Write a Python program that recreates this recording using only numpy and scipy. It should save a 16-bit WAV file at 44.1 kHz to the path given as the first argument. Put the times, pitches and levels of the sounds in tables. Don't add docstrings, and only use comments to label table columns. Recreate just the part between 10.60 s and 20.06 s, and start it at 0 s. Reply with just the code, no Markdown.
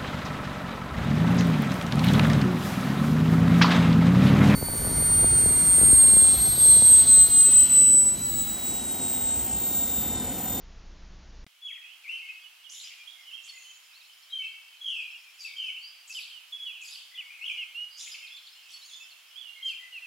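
import sys
import numpy as np
from scipy import signal
from scipy.fft import rfft, irfft, next_fast_len
from scipy.io import wavfile
from scipy.ndimage import map_coordinates

SR = 44100
rng = np.random.default_rng(int(sys.argv[2]) if len(sys.argv) > 2 else 0)


def store_wav(level_fs):
    pcm = np.round(np.clip(np.atleast_2d(level_fs), -1, 1) * 32767)
    wavfile.write(sys.argv[1], SR, pcm.T.astype(np.int16))


N = 417186
TIME = np.arange(N) / SR
WORKSHOP_END_S, GARDEN_START_S = .844, .865
WORKSHOP_TOP_HZ, TOP_HZ = 7250, 15800
WARBLE, WARBLE_DOUBLES_DB = .012, 6.5


def whistle(length_s, pitches_hz, swell_db, warble, rise_s=0.0038, warble_rate=240, flutter_db=4,
            full_flutter=0.018, arch=0.18, second_db=-34, third_db=-37, hoarse_rate=1100):
    n = int(max(length_s, .01) * SR)
    u = np.linspace(0, 1, n)
    count = len(pitches_hz)
    arc = np.polyfit(np.linspace(0, 1, count), pitches_hz, count - 1)
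    hz = np.polyval(arc, u)
    phase = 2 * np.pi * np.cumsum(hz * (1 + warble * walk(n, warble_rate))) / SR
    tone = np.sin(phase)
    strain = np.clip(warble / full_flutter, 0, 1)
    for k, db in enumerate((second_db, third_db), 2):
        overtone = np.sin(k * phase) * (k * hz < TOP_HZ)
        hoarseness = 0.97 + walk(n, hoarse_rate)
        tone += undb(db) * (.5 + strain) * overtone * hoarseness
    flutter = strain * flutter_db * walk(n, 150.3)
    effort = np.abs(np.sin(np.pi * u)) ** arch * undb(swell_db * (u - .5) + flutter)
    return tone * effort * fade(n, rise_s, 0.0032)


def sing(out, echo_shape, s, length_s, pitches_hz, db, wet_db, pan_db, swell_db=0, rise_share=.18, trim_db=-1.37):
    warble = WARBLE * 2 ** (wet_db / WARBLE_DOUBLES_DB)
    note = whistle(length_s, pitches_hz, swell_db, warble, rise_share * length_s)
    add(out, s, outdoors(note, echo_shape, db + trim_db, wet_db, pan_db, 0.62))


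SAG_HZ_PER_S, HOLD_SWELL_DB = 1350, 1.5
SLUR_START, SLUR_SWELL_DB = 0.96, -7
# (start_s, hold_s, pitch_hz, level_db, slur_start_s, slur_length_s, slur_end_hz, slur_level_db,
#  repeat_after_s, repeat_over_slur_db, scattered_over_direct_db, left_minus_right_db)
TEE_OO_PHRASES = [(1.012, .138, 3410, -39.5, 1.075, .05, 1780, -44.5, 0.058, -5, -0.5, 1),
                  (4.202, .125, 3335, -34.5, 4.25, .18, 2376, -35, .07, -11.5, 5, 0),
                  (4.954, .18, 3190, -35.5, 4.98, .12, 2454, -40, .06, -8, 0, -0.5),
                  (5.99, .085, 3393, -38.5, 6.055, 0.069, 2400, -39, .07, -7, -2.5, -3),
                  (9.023, .085, 3218, -31.5, 9.08, .062, 2290, -37.5, .05, -12, -3, 0)]


def tee_oos(echo_shape):
    out = np.zeros((2, N))
    for (s, hold_s, hz, db, slur_at, slur_s, low_hz, slur_db,
         repeat_s, repeat_db, wet_db, pan_db) in TEE_OO_PHRASES:
        held = [hz, hz - SAG_HZ_PER_S * hold_s]
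        sing(out, echo_shape, s, hold_s, held, db, wet_db, pan_db, HOLD_SWELL_DB)
        sagged_hz = hz - SAG_HZ_PER_S * (slur_at - s)
        slur = [SLUR_START * sagged_hz, low_hz]
        for start, level_db in ((slur_at, slur_db), (slur_at + repeat_s, slur_db + repeat_db)):
            sing(out, echo_shape, start, slur_s, slur, level_db, wet_db, pan_db, SLUR_SWELL_DB, rise_share=.08)
    return out


# (start_s, length_s, start_hz, middle_hz, end_hz, level_db, scattered_over_direct_db, left_minus_right_db)
WHISTLED_NOTES = [(1.212, 0.12, 2705, 2550, 3230, -51.5, 1.5, -8),
                  (1.435, .038, 2510, 2304, 2020, -46, 4, 2.5),
                  (1.475, 0.084, 2330, 2900, 3054, -36, 1.5, 3),
                  (1.52, 0.084, 2620, 2746, 2495, -38.5, 0, -2),
                  (1.686, .035, 2466, 2560, 2480, -38.5, -3, 1),
                  (1.837, .049, 3090, 2920, 3040, -51.5, -10, -11),
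                  (2.034, .05, 3500, 3050, 2870, -50.5, 0.5, -12),
                  (2.459, .028, 2770, 3170, 3490, -48, 2.5, -11),
                  (2.493, .03, 3150, 3710, 3350, -55, 1, -5), (2.648, .047, 3000, 2970, 2790, -48.5, 8, -2),
                  (2.711, 0.046, 2610, 3100, 3340, -42.5, 2, -7),
                  (2.767, 0.04, 2717, 2736, 2670, -48.5, 4, -9),
                  (3.036, 0.084, 3020, 3058, 3110, -51.5, 0, -1),
                  (3.698, .032, 3710, 3840, 3970, -50, 1, 2.5),
                  (3.718, .11, 3205, 3114, 3048, -33.5, -3.5, 2),
                  (3.818, 0.056, 2640, 2645, 2613, -37, 1, -0.5),
                  (4.544, 0.03, 2880, 2810, 2750, -45, -17, -2),
                  (4.784, .07, 5050, 4710, 4510, -45.5, 6, -0.5),
                  (4.845, 0.034, 2560, 2590, 2340, -38.5, -2, 2.5),
                  (5.076, .03, 2900, 2400, 2200, -43, 1, 0), (5.148, .05, 2530, 2730, 2860, -43, -1.5, -4),
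                  (5.209, 0.086, 4450, 4750, 4940, -47, 0.5, -1.5),
                  (5.496, .033, 2560, 2600, 2770, -42, -6.5, 0),
                  (5.547, .053, 2990, 2996, 2246, -36.5, -3, -1),
                  (5.717, 0.075, 3246, 3000, 2800, -48.5, -4, -10),
                  (5.921, 0.044, 3563, 3325, 3490, -36.5, -5, -2),
                  (6.19, 0.049, 2904, 2620, 2374, -45.5, 3.5, 0),
                  (6.544, 0.051, 3610, 3200, 2660, -45, 0, 2.5),
                  (6.575, .04, 2640, 3000, 2280, -36.5, -11, -2),
                  (6.687, .072, 2370, 2450, 2600, -48, 2, 3), (6.81, .052, 2377, 2800, 3110, -37, 3, 3.5),
                  (6.857, 0.051, 3480, 2900, 2330, -34, 6, -2.5),
                  (6.88, 0.0546, 2750, 3088, 2970, -39, 3.5, 1),
                  (6.967, 0.077, 2767, 2850, 2420, -35.5, -13, -2),
                  (7.143, .108, 2720, 2868, 2912, -35.5, -8.5, -4.5),
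                  (7.294, .1, 4750, 4860, 5020, -50.5, 9, -6),
                  (7.6, 0.061, 2900, 2600, 2450, -49.5, 3.5, -2),
                  (7.623, 0.03, 3350, 2810, 2490, -51, 6, -8), (7.7, 0.058, 3173, 3376, 3493, -47, 3, -1),
                  (8.3, .068, 3230, 3440, 3620, -47, 4, -5), (8.397, 0.028, 2664, 2620, 2720, -48, 5, -4),
                  (8.75, .088, 2946, 3460, 2960, -46, -4, -13.5),
                  (8.827, .08, 3000, 2856, 2724, -46, 4.5, -6),
                  (9.32, .07, 2930, 2750, 2455, -40.5, -6.5, -1.5),
                  (9.417, .042, 2766, 2694, 2570, -43, -8, -3)]
# (start_s, pitch_hz, level_db)
SOFT_LOW_NOTES = [(1.61, 2165, -48.5), (2.35, 2407, -52.5), (2.553, 2090, -56), (2.92, 2040, -55),
                  (3.79, 2235, -46), (4.87, 2260, -48.5), (6.51, 1984, -55), (6.61, 2220, -51.5),
                  (6.76, 2235, -50.5), (6.96, 2138, -50), (7.6, 2150, -56), (8.95, 2130, -50.5),
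                  (9.19, 2007, -50)]
LOW_NOTE_S, LOW_NOTE_SAG, LOW_NOTE_WET_DB = .08, .018, 3.5
# (delay_s, length_s, start_hz, middle_hz, end_hz, level_db)
TWITTER_NOTES = [(0, .065, 3540, 4220, 4720, 0.5), (.072, .028, 4500, 3950, 3500, -2),
                 (0.119, .028, 3530, 4350, 3360, -1), (.295, .028, 4700, 4320, 4000, -3.5)]
# (start_s, level_db)
TWITTER_TIMES = [(3.326, -57.5), (8.208, -52)]


def songbirds(echo_shape, twitter_wet_db=-6, twitter_pan_db=-2):
    out = np.zeros((2, N))
    for s, length_s, *pitches_hz, db, wet_db, pan_db in WHISTLED_NOTES:
        sing(out, echo_shape, s, length_s, pitches_hz, db, wet_db, pan_db)
    for s, hz, db in SOFT_LOW_NOTES:
        sinking = hz * (1 + LOW_NOTE_SAG * np.array([.5, -.5]))
        sing(out, echo_shape, s, LOW_NOTE_S, sinking, db, LOW_NOTE_WET_DB, 0)
    for s, db in TWITTER_TIMES:
        for delay_s, length_s, *pitches_hz, note_db in TWITTER_NOTES:
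            sing(out, echo_shape, s + delay_s, length_s, pitches_hz, db + note_db, twitter_wet_db, twitter_pan_db)
    return out


def rasp(length_s, start_hz, end_hz, width_hz, pulse_hz=130, pulse_db=4, skirt=2.8, skirt_db=-8,
         wander=.6, rise_s=0.0097):
    n = int(max(length_s, .01) * SR)
    core, wide = (walk(n, 2 * hz) + 1j * walk(n, 2 * hz) for hz in (.85 * width_hz, skirt * width_hz))
    hz = np.linspace(start_hz, end_hz, n) + wander * width_hz * walk(n, 70)
    carrier = np.exp(2j * np.pi * np.cumsum(hz) / SR)
    band = ((core + undb(skirt_db) * wide) * carrier).real
    buzz = band * undb(pulse_db * walk(n, 2 * pulse_hz))
    beak = signal.butter(6, 2100, "high", fs=SR, output="sos")
    return signal.sosfilt(beak, buzz * fade(n, rise_s, 0.0081))


# (delay_s, length_s, start_hz, end_hz, width_hz, level_db)
SCOLD_BANDS = [(0, .07, 5650, 5750, 850, -49), (.015, .13, 7160, 6930, 411, -49.5),
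               (.012, .075, 9380, 9400, 348, -58), (.015, .155, 11330, 10900, 600, -61.5),
               (.02, .22, 3452, 3003, 600.5, -48), (0.139, .064, 6050, 4400, 500, -54)]
CHURR_BANDS = [(0, .085, 7090, 6810, 648, -52.5), (.012, .13, 8060, 8010, 120, -61.5),
               (.015, .12, 11230, 10970, 401, -59), (.025, .13, 5103, 4457, 439, -48.5),
               (.06, .17, 3600, 3100, 360, -51)]
WHINE_BANDS = [(0, .087, 6190, 5200, 799, -56.5), (.01, .087, 3160, 2916, 570, -54),
               (.015, .057, 8100, 8210, 530, -60.5), (.028, .054, 11030, 11100, 270, -64),
               (.1, .25, 6900, 6895, 120, -58.5), (.122, .115, 9270, 9430, 300, -67),
               (.155, .14, 6240, 6250, 201, -61.5)]
# (start_s, time_stretch, level_db, left_minus_right_db)
SCOLD_CALLS = [(2.091, 1.05, -.7, 0), (7.368, .97, 1.3, 0)]
CHURR_CALLS = [(4.785, .65, -3.5, 0), (5.47, 1.15, 0.5, 0), (6.21, 1.1, 0, -0.92), (9.045, .6, -6, -1)]
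WHINE_CALLS = [(2.83, 1, 0.0047, 0), (8.08, 1.05, 0, -1)]
# (delay_s, length_s, pitch_hz, level_db)
SCOLD_PIP, WHINE_PIP = (.146, .023, 4980, -45), (.058, 0.02, 4410, -44)


def harsh_calls(echo_shape, rasp_db=.5, rasp_wet_db=-2, pip_wet_db=-3):
    out = np.zeros((2, N))
    for calls, bands in ((SCOLD_CALLS, SCOLD_BANDS), (CHURR_CALLS, CHURR_BANDS), (WHINE_CALLS, WHINE_BANDS)):
        for s, stretch, db, pan_db in calls:
            for delay_s, length_s, start_hz, end_hz, width_hz, band_db in bands:
                note = rasp(length_s * stretch, start_hz, end_hz, width_hz)
                wet_db = rasp_wet_db + start_hz / 2500
                likeness = .8 - start_hz / 9000
                heard = outdoors(note, echo_shape, db + band_db + rasp_db, wet_db, pan_db, likeness)
                add(out, s + delay_s * stretch, heard)
    for calls, (delay_s, length_s, hz, pip_db) in ((SCOLD_CALLS, SCOLD_PIP), (WHINE_CALLS, WHINE_PIP)):
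        for s, _, db, pan_db in calls:
            sing(out, echo_shape, s + delay_s, length_s, [hz, hz], db + pip_db, pip_wet_db, pan_db)
    return out


# (first_chip_s, end_s, period_s, start_hz, end_hz, level_db)
CHIP_RUNS = [(1.573, 1.82, 0.08, 4780, 4470, -65), (2.334, 3.7, 0.099, 5040, 5480, -65.5),
             (2.371, 3.65, 0.11, 6750, 7360, -68.5), (4.501, 5.15, 0.093, 5050, 5560, -61.5),
             (4.523, 5.2, 0.11, 6750, 7450, -68), (7.612, 8.5, .102, 5000, 5400, -59.5),
             (7.654, 8.12, 0.1, 6750, 7550, -68.5), (7.665, 7.92, 0.1, 4900, 2850, -51.5)]


def trills(echo_shape):
    out = np.zeros((2, N))
    for first_s, end_s, period_s, start_hz, end_hz, db in CHIP_RUNS:
        for s in np.arange(first_s, end_s, period_s):
            pitch, size = rng.standard_normal(2)
            chip = whistle(.024, np.array([start_hz, end_hz]) * (1 + .006 * pitch), 0, .005)
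            add(out, s, outdoors(chip, echo_shape, db + 1.5 * size, -0.87, 0, 0.56))
    return out


def far_birds(echo_shape, from_s, centre_hz, range_octaves, length_s, db, count, slur_octaves=0.1492):
    out = np.zeros((2, N))
    chances = rng.uniform(-1, 1, (count, 6))
    for k, (when, pitch, bend, slide, size, side) in enumerate(chances):
        s = from_s + (N / SR - from_s) * (k + when) / count
        slur = slur_octaves * np.array([slide, bend / 2, -slide])
        pitches_hz = centre_hz * 2 ** (range_octaves * pitch + slur)
        note = whistle(length_s, pitches_hz, 0, .012)
        add(out, s, outdoors(note, echo_shape, db + 3 * size, 3, 3 * side, .6))
    return out


def tick(db=-42, ring_hz=190, decay_s=0.0022, snap_db=-3, snap_s=0.0036, dull_hz=3800):
    t = np.maximum(TIME - GARDEN_START_S, 0)
    dull = signal.butter(2, dull_hz, fs=SR, output="sos")
    noise = signal.sosfilt(dull, rng.standard_normal(N))
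    snap = undb(snap_db) * np.exp(-t / snap_s) * unit(noise)
    ring = np.exp(-t / decay_s) * np.sin(2 * np.pi * ring_hz * t)
    return undb(db) * (ring + snap)


# (frequency_hz, density_db)
GARDEN_SPECTRUM = [(30, -40), (100, -32), (250, -20), (450, -15), (750, -4.5), (1400, 1.5), (1900, 1),
                   (4000, 2), (5000, 0), (7000, -4.5), (8300, -7), (11300, -4.5), (12700, -8.5),
                   (15500, -10)]
# (time_s, level_db)
AIR_LEVEL = [(.86, -64.5), (1.2, -61), (1.6, -59), (4, -59.5), (7, -58.5), (9.46, -58.5)]


def garden_air(haze_db=-58, pan_db=-3.0):
    air_db = np.interp(TIME, *np.transpose(AIR_LEVEL))
    balance_db = np.array([[pan_db], [-pan_db]]) / 2
    hiss = coloured(GARDEN_SPECTRUM, 0.4, 6500) * undb(air_db + .5 * walk(N, 4) + balance_db)
    haze_points = [(1500, -45), (2150, -6.5), (2600, -8.5), (3150, -0.5), (3500, -11.0), (4200, -21.0)]
    haze = coloured(haze_points, 0.51, 13000)
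    return hiss + haze * undb(haze_db + air_db - air_db.max() + 0.5 * walk(N, 3))


# (frequency_hz, level_db)
HUM_LINES = [(29.2, -49), (59.6, -54.5), (150, -79), (179.8, -65), (209.7, -72), (269.7, -75), (299.8, -77),
             (329.6, -76), (359.6, -76.5)]
# (frequency_hz, density_db)
WORKSHOP_SPECTRUM = [(8.8, -37), (15, -1.5), (37, -6.5), (67, -10.5), (140, -19.5), (186, -20.5),
                     (235, -25), (1840, -32.5), (2570, -33.5), (3870, -34.5), (5850, -35.5), (7000, -41),
                     (9100, -97), (15400, -120)]


def workshop(rumble_db=-51):
    hum = np.zeros(N)
    for hz, db in HUM_LINES:
        level = np.sqrt(2) * undb(db + 1.4 * walk(N, 5.85))
        phase = 2 * np.pi * hz * TIME + 0.26 * walk(N, 4.8) + rng.uniform(0, 2 * np.pi)
        hum += level * np.sin(phase)
    room = unit(coloured(WORKSHOP_SPECTRUM, 0.91, TOP_HZ)[0]) * undb(rumble_db)
    return low_pass(hum + room, WORKSHOP_TOP_HZ) * (TIME < WORKSHOP_END_S)


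def foliage(near_t60_s=0.43, far_t60_s=1.29, far_db=-15, build_s=0.0033, clump_db=3):
    t = np.arange(int(.8 * SR)) / SR
    decay = undb(-60 * t / near_t60_s) + undb(far_db - 60 * t / far_t60_s)
    return (1 - np.exp(-t / build_s)) * decay * undb(clump_db * walk(len(t), 297))


def outdoors(note, echo_shape, db, wet_db, pan_db, likeness):
    paths = spread(rng.standard_normal((2, len(echo_shape))), likeness) * echo_shape
    y = signal.fftconvolve(note[None], paths, axes=1)
    y *= undb(wet_db) * np.sqrt(2 * np.sum(note ** 2) / np.sum(y ** 2))
    y[:, :len(note)] += note
    rms = np.sqrt(np.mean(y[:, :len(note)] ** 2))
    return y * undb(db + np.array([[pan_db], [-pan_db]]) / 2) / rms


def undb(db):
    return 10 ** (np.asarray(db) / 20)


def unit(x):
    return x / np.sqrt(np.mean(np.abs(x) ** 2) + 1e-18)


def add(out, s, x):
    i = int(np.clip(s * SR, 0, N - 1))
    out[:, i:i + x.shape[1]] += x[:, :N - i]


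def walk(n, rate):
    knots = rng.standard_normal(2048)
    return map_coordinates(knots, [np.arange(n) * rate / SR], order=3, mode="wrap")


def fade(n, rise_s, fall_s):
    t = np.arange(n) / SR
    rise = np.sin(np.pi / 2 * np.clip(t / rise_s, 0, 1))
    fall = np.sin(np.pi / 2 * np.clip((t[-1] - t) / fall_s, 0, 1))
    return rise * fall


def spread(pair, likeness):
    c = np.clip(likeness, 0, 1)
    mid, side = np.sqrt((1 + c) / 2) * pair[0], np.sqrt((1 - c) / 2) * pair[1]
    return np.array([mid + side, mid - side])


def coloured(points, likeness, apart_hz):
    size = next_fast_len(N)
    f = np.arange(size // 2 + 1) * SR / size + 1
    hz, db = np.transpose(points)
    pair = rfft(rng.standard_normal((2, size))) * undb(np.interp(np.log(f), np.log(hz), db))
    stereo = spread(pair, likeness / (1 + (f / apart_hz) ** 2))
    return unit(irfft(stereo, size)[:, :N])


def low_pass(x, hz):
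    return signal.sosfilt(signal.ellip(10, .2, 80, hz, fs=SR, output="sos"), x)


def scene():
    echo_shape = foliage()
    garden = tee_oos(echo_shape) + songbirds(echo_shape) + harsh_calls(echo_shape) + trills(echo_shape)
    garden += far_birds(echo_shape, from_s=1.3, centre_hz=2813, range_octaves=.2, length_s=.05, db=-60, count=90)
    garden += far_birds(echo_shape, from_s=2.4, centre_hz=4634, range_octaves=.2, length_s=.02, db=-66.5, count=100)
    garden += tick() + garden_air()
    return workshop() + garden * (TIME >= GARDEN_START_S)


def record(dry):
    hiss = undb(-91) * rng.standard_normal((2, N))
    return low_pass(dry + hiss, TOP_HZ)


dry = scene()
out = record(dry)
store_wav(out)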